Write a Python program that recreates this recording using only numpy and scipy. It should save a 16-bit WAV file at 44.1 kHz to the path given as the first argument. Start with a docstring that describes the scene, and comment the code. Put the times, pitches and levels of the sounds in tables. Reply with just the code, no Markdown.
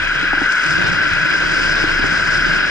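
"""A small trike with hard plastic wheels rolls fast down a paved road, heard from a microphone pair on its frame.
Road grit shakes wheels, frame and housing: random contacts through broad resonances give roar and high whine.
Bumps knock the mount with jolts, snaps and hollow rings; loose grit ticks in short noise bursts.
Behind them the frame rumbles, drones and hums, the mount sways as a low tone, and noise bands
make the wind in each port."""
import sys
import numpy as np
from scipy import signal
from scipy.io import wavfile

SR = 44100
rng = np.random.default_rng(int(sys.argv[2]) if len(sys.argv) > 2 else 0)


def dump_mix(stems):
    """Bounce the given channels to the path in sys.argv[1] as a 16-bit WAV at rate SR."""
    frames = np.atleast_2d(stems).T  # one column per channel
    limited = np.clip(frames, -1, 1)  # hard clip at full scale
    pcm = np.round(limited * 32767).astype(np.int16)
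    wavfile.write(sys.argv[1], SR, pcm)


N = 119070


def from_db(db):
    """Decibels to gain."""
    return 10 ** (np.asarray(db) / 20)


def rms_one(x):
    """Scales to unit rms."""
    return x / np.sqrt(np.mean(np.abs(x) ** 2) + 1e-20)


def over_time(rows):
    """Columns of a table as curves over time, straight between the rows."""
    seconds, *columns = np.transpose(rows)
    return [np.interp(np.arange(N) / SR, seconds, column) for column in columns]


def drift(rate_hz):
    """Slow random curve of spread 1: noise through two equal low-pass poles at rate_hz."""
    step = 40  # samples between the points of the curve
    pole = np.exp(-2 * np.pi * rate_hz * step / SR)
    noise = rng.standard_normal(N // step + 2002)
    slow = signal.lfilter([1], [1, -2 * pole, pole * pole], noise)[2000:]  # settled part only
    return np.interp(np.arange(N) / step, np.arange(len(slow)), rms_one(slow))


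def band_pass(low_hz, high_hz, x):
    """Keeps one band of a sound."""
    return signal.sosfilt(signal.butter(2, [low_hz, high_hz], "band", fs=SR, output="sos"), x)


def add(out, start_s, sound):
    """Adds a stereo sound at a time."""
    i = int(start_s * SR)
    out[:, i:i + sound.shape[1]] += sound


SETTLE = 8000  # samples of grit played before the sound begins
GRIT_PER_S, GRIT_SPREAD_DB = 9000, 2.32


def grit():
    """Dense random road contacts of uneven size and either sign."""
    count = N + SETTLE
    size_db = GRIT_SPREAD_DB * np.minimum(rng.exponential(1, count), 5)
    contacts = from_db(size_db) * rng.choice([-1, 1], count)
    return contacts * (rng.random(count) < GRIT_PER_S / SR)


def resonate(hz, width_hz):
    """Grit through a resonance applied twice, as a complex signal of rms 1."""
    pole = np.exp((2j * np.pi * hz - np.pi * width_hz) / SR)
    return rms_one(signal.lfilter([1], [1, -2 * pole, pole * pole], grit())[SETTLE:])


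def shaken(modes, level_db, patchy_db, flicker_hz, alike, damped=0.):
    """Both ports hear each resonance with their own gain and phase; strong swings are damped more.

    patchy_db is the spread of each of two level drifts, one common to all resonances and one of its own;
    alike is the share of the left sound that the right port hears, 1 being all of it."""
    out, together = np.zeros((2, N)), drift(flicker_hz)
    for hz, width_hz, left_db, right_db, lead in modes:
        left = resonate(hz, width_hz)
        left = rms_one(left / (np.abs(left) + .2) ** damped)
        right = left * np.exp(1j * lead)
        if alike < 1:
            right = alike * right + np.sqrt(1 - alike ** 2) * resonate(hz, width_hz)
        patches = from_db(patchy_db * (together + drift(flicker_hz)))
        gain = np.sqrt(2) * patches  # the real part alone has half the power
        out += [from_db(left_db) * gain * left.real, from_db(right_db) * gain * right.real]
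    return out * from_db(level_db)


# Wind at the microphone ports, shape of its spectrum.
# Each row: frequency in Hz, relative density in dB per Hz.
WIND_SPECTRUM = [(59, -45), (100, -17.5), (765, -19), (1090, -28.5), (1550, 0.5), (1840, -28.5),
                 (4200, -24.5), (5000, -34.5), (10700, -65), (13900, -89), (22000, -120)]
WIND_DB, WIND_GUST_DB = -27, 1.87
WIND_FOLLOWS = 0.42  # share of the drone's swing in dB


def wind(drone_db):
    """Half-octave bands of noise, unrelated in the two ports, gusting and partly following the drone's level."""
    out, together = np.zeros((2, N)), drift(21)
    edges = 128 * 2 ** np.arange(0, 6.6, .5)
    white = rng.standard_normal((2, 2, N))  # neighbouring bands use different noise
    hz, density_db = np.transpose(WIND_SPECTRUM)
    for k, (low, high) in enumerate(zip(edges, edges[1:])):
        level_db = np.interp(np.log(low * high) / 2, np.log(hz), density_db)
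        gust_db = WIND_GUST_DB * (together + drift(36))
        out += from_db(level_db + gust_db) * band_pass(low, high, white[k % 2])
    follow_db = WIND_FOLLOWS * (drone_db - drone_db.mean())
    return from_db(WIND_DB + follow_db) * rms_one(out)


# The microphone mount swaying on its stem.
# Each row: time in seconds, centre of the wavering pitch in Hz, level in dB.
MOUNT_SWAY = [(0.0, 29.7, -37), (0.06, 30.0, -29), (0.23, 31.4, -39), (0.31, 29.0, -32), (0.46, 28, -35),
              (0.52, 28.9, -46), (0.92, 29.3, -36), (0.98, 29.5, -44), (1.17, 29.4, -33), (1.28, 31.2, -49),
              (1.45, 33.6, -32.5), (1.53, 30.1, -35.5), (1.67, 30.2, -29.5), (1.8, 26.6, -31),
              (2.0, 26.4, -25.5), (2.15, 32.3, -37.5), (2.49, 31.5, -28.5), (2.7, 34.3, -39)]
SWAY_WAVER_HZ, SWAY_LEAD = 1.2, .2  # spread of the pitch; radians by which the right port leads


def sway():
    """The mount on its stem: a low, nearly pure tone that wavers in pitch."""
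    hz, level_db = over_time(MOUNT_SWAY)
    phase = 2 * np.pi * np.cumsum(hz + SWAY_WAVER_HZ * drift(8.3)) / SR
    return np.sqrt(2) * from_db(level_db) * np.sin(phase + np.array([[0], [SWAY_LEAD]]))


# How hard the frame under the microphones is shaken.
# Each row: time in seconds, hum in dB, hollow drone in dB, low rumble in dB.
FRAME_LEVELS = [(0.0, -37, -38, -35), (0.12, -47, -39.5, -49), (0.17, -37.5, -40, -45),
                (0.42, -43.5, -36, -43), (0.56, -48, -41, -54), (0.62, -65, -40.5, -58),
                (0.66, -32.5, -34, -44.5), (0.91, -30, -30.5, -32.5), (1.09, -40, -34, -46),
                (1.12, -29.5, -38, -33), (1.17, -35, -33, -37), (1.21, -31, -37.5, -56),
                (1.27, -39.5, -32.5, -43.5), (2.04, -36.5, -32, -36.5), (2.32, -37, -34.5, -43),
                (2.41, -35.5, -30.5, -32), (2.63, -36.5, -32, -47.5), (2.7, -51, -31, -36)]


def frame_levels():
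    """Level curves of hum, drone and rumble."""
    return over_time(FRAME_LEVELS)


# Lowest resonances of the frame, as the two ports hear them.
# Each row: centre in Hz, width in Hz, left gain in dB, right gain in dB, lead of the right in radians.
RUMBLE_MODES = [(52.4, 32, -8, -8, .2), (76.4, 20, -0.5, -0.5, 0.27), (103, 20, -4.5, -4.5, 0.4)]


def rumble(level_db):
    """Low frame resonances shaken by grit, nearly alike in both ports."""
    return shaken(RUMBLE_MODES, level_db, patchy_db=0.2, flicker_hz=9.6, alike=0.98, damped=0.47)


# Hollow resonances of the frame, at the two ports.
# Each row: centre in Hz, width in Hz, left gain in dB, right gain in dB, lead of the right in radians.
DRONE_MODES = [(224, 43, -10, -7, 2.8), (328, 105, -3.5, 3.5, 2.5), (602, 97, -17.5, -5, -1.5)]


def drone(level_db):
    """Hollow frame resonances shaken by grit, partly different in the two ports."""
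    return shaken(DRONE_MODES, level_db, patchy_db=1.1, flicker_hz=14, alike=0.68, damped=0.19)


# Humming resonances of the frame, at the two ports.
# Each row: centre in Hz, width in Hz, left gain in dB, right gain in dB, lead of the right in radians.
HUM_MODES = [(135.3, 27, -12, -1, 1.7), (159.8, 43.5, 0, 3.5, 1.46)]


def hum(level_db):
    """Two neighbouring frame resonances shaken by grit."""
    return shaken(HUM_MODES, level_db, patchy_db=1.06, flicker_hz=9.8, alike=0.97, damped=0.31)


# Loose grit ticking on the frame.
# Each row: start in seconds, level in dB before the common lift and the band filter.
GRIT_TICKS = [(0.5212, -15), (0.6433, -33), (0.6625, -16.5), (0.706, -21), (0.7336, -21), (1.5443, -27),
              (2.119, -25)]
TICK_DECAY_S, TICK_RISE_S, TICK_LIFT_DB = 0.0038, 0.0013, 2


def ticks():
    """Loose grit on the frame: short bright noise bursts, unrelated in the two ports."""
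    out, t = np.zeros((2, N + SR)), np.arange(1500) / SR
    envelope = np.exp(-t / TICK_DECAY_S) * np.minimum(t / TICK_RISE_S, 1)
    for start_s, level_db in GRIT_TICKS:
        noise = rng.standard_normal((2, 1500))
        add(out, start_s, from_db(level_db + TICK_LIFT_DB) * noise * envelope)
    return band_pass(3470, 7000, out[:, :N])


def ring(hz, t60_s):
    """A sine starting at zero, its envelope falling from 1 by 60 dB in t60_s."""
    t = np.arange(SR // 5) / SR
    return np.sin(2 * np.pi * hz * t) * from_db(-60 * t / t60_s)


# Bumps in the road that knock the microphone mount.
# Each row: start in seconds, hollow ring strength in dB, ring pitch in Hz, jolt in dB, snap in dB.
BUMPS = [(.228, -12, 297, -14, -27), (.332, -8, 285, -9, -11), (.373, -15, 312, -20, -22),
         (.4155, -4.5, 288, -12, -16), (1.8386, -4, 315, -5, -22), (1.991, -9.5, 258, -20, -28),
         (2.0413, -8, 298, -3, -22), (2.118, -16, 250, -20, -22), (2.38, -19, 304, -22, -27)]
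RING_SWELL_S, RING_T60_S, RING_LEFT_DB = 0.0037, 0.042, -4.5
JOLT_S, JOLT_RIGHT_DB = .0011, -5
SNAP_HZ, SNAP_T60_S = 800, .018


def knocks():
    """Each bump jolts the ports against each other, snaps, and a hollow ring swells up, stronger on the right."""
    out, t = np.zeros((2, N + SR)), np.arange(SR // 5) / SR
    pulse = np.sin(np.pi * np.minimum(t / JOLT_S, 1)) ** 2
    jolt = pulse * np.array([[-1], [from_db(JOLT_RIGHT_DB)]])
    snap = -ring(SNAP_HZ, SNAP_T60_S)
    swell = np.minimum(t / RING_SWELL_S, 1) ** 2
    for start_s, ring_db, hz, jolt_db, snap_db in BUMPS:
        hollow = ring(hz, RING_T60_S) * swell * from_db([[RING_LEFT_DB], [0]])
        add(out, start_s, from_db(ring_db) * hollow + from_db(jolt_db) * jolt + from_db(snap_db) * snap)
    return out[:, :N]


# How hard the bright resonances are shaken.
# Each row: time in seconds, whine in dB, hiss in dB, both before the scraping is added.
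BRIGHT_LEVELS = [(0.0, -40.5, -46), (0.33, -40, -51), (0.48, -39, -44.5), (0.67, -31.5, -41.5),
                 (0.85, -34.5, -46), (1.01, -36, -46.5), (1.26, -35.5, -46.5), (1.56, -30.5, -42),
                 (1.74, -31.5, -44.5), (1.95, -33.5, -45.5), (2.34, -32, -42.5), (2.7, -32.5, -48.5)]
SCRAPE_DB, SCRAPE_HZ = 1.5, 64  # spread and rate


def bright_levels():
    """Level curves of whine and hiss, which share one fast scraping."""
    whine_db, hiss_db = over_time(BRIGHT_LEVELS)
    scrape_db = SCRAPE_DB * drift(SCRAPE_HZ)
    return whine_db + scrape_db, hiss_db + scrape_db


# Broad resonances of the hiss, at the two ports.
# Each row: centre in Hz, width in Hz, left gain in dB, right gain in dB, lead of the right in radians.
HISS_MODES = [(5986, 1250, 5, -2.5, 1.4), (7240, 1600, -4, -1.5, 1.3), (8900, 620, -11, -11, 1.7),
              (10670, 4300, -15.5, -14, .4)]


def hiss(level_db):
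    """The highest resonances shaken by grit, mostly different in the two ports."""
    return shaken(HISS_MODES, level_db, patchy_db=0.84, flicker_hz=13, alike=0.41)


# The resonance of the high whine, at the two ports.
# Each row: centre in Hz, width in Hz, left gain in dB, right gain in dB, lead of the right in radians.
WHINE_MODES = [(4995, 640, 2.2, -0.04, 0.56)]


def whine(level_db):
    """One broad high resonance shaken by grit, the same in both ports but for gain and phase."""
    return shaken(WHINE_MODES, level_db, patchy_db=0.5, flicker_hz=10, alike=1)


# How hard the road shakes the roaring resonances.
# Each row: time in seconds, roar in dB, upper roar in dB.
ROAR_LEVELS = [(0.0, -19, -27), (0.43, -16.5, -29.5), (1.06, -17, -27.5), (1.21, -17, -27.5),
               (1.65, -18, -27), (1.95, -18, -27.5), (2.33, -16, -28), (2.7, -17.5, -27.5)]


def roar_levels():
    """Level curves of roar and upper roar."""
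    return over_time(ROAR_LEVELS)


# Resonances above the main roar, at the two ports.
# Each row: centre in Hz, width in Hz, left gain in dB, right gain in dB, lead of the right in radians.
UPPER_ROAR_MODES = [(2180, 330, -1, -9, -1), (2475, 320, -2.5, -1, -2.0), (2832, 420, -6, -1.5, -2.5),
                    (3242, 260, -9, -10.5, -1.5), (3940, 640, -11.5, -9.5, 2.5)]


def upper_roar(level_db):
    """Broad resonances above the main roar, shaken by grit and flickering fast."""
    return shaken(UPPER_ROAR_MODES, level_db, patchy_db=0.77, flicker_hz=36, alike=0.93)


# Resonances of the main roar, at the two ports.
# Each row: centre in Hz, width in Hz, left gain in dB, right gain in dB, lead of the right in radians.
ROAR_MODES = [(982, 122, -19, -41.5, -5.4), (1428, 208, -6, -12, 0.57), (1530.4, 201, 0, -3, -0.35),
              (1649, 147, -7, -10, -0.58), (1981, 180, -9.5, -18.5, -0.63)]


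def roar(level_db):
    """The main resonances shaken by grit, the same in both ports but for gain and phase."""
    return shaken(ROAR_MODES, level_db, patchy_db=0.35, flicker_hz=15, alike=1, damped=.2)


def scene():
    """All sources at the two ports, from the background to the roar."""
    hum_db, drone_db, rumble_db = frame_levels()
    whine_db, hiss_db = bright_levels()
    roar_db, upper_db = roar_levels()
    background = wind(drone_db) + sway()
    frame = rumble(rumble_db) + drone(drone_db) + hum(hum_db)
    hits = ticks() + knocks()
    bright = hiss(hiss_db) + whine(whine_db)
    return background + frame + hits + bright + upper_roar(upper_db) + roar(roar_db)


TOP = 3.9  # height that rounded peaks approach
CUTOFF_HZ = 11000


def record(dry):
    """The microphone input rounds peaks, then a steep low-pass cuts the top."""
    rounded = TOP * np.tanh(dry / TOP)
    low_pass = signal.ellip(14, .5, 85, CUTOFF_HZ, fs=SR, output="sos")  # ripple and stop-band depth in dB
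    return signal.sosfilt(low_pass, rounded)


dry = scene()
out = record(dry)
dump_mix(out)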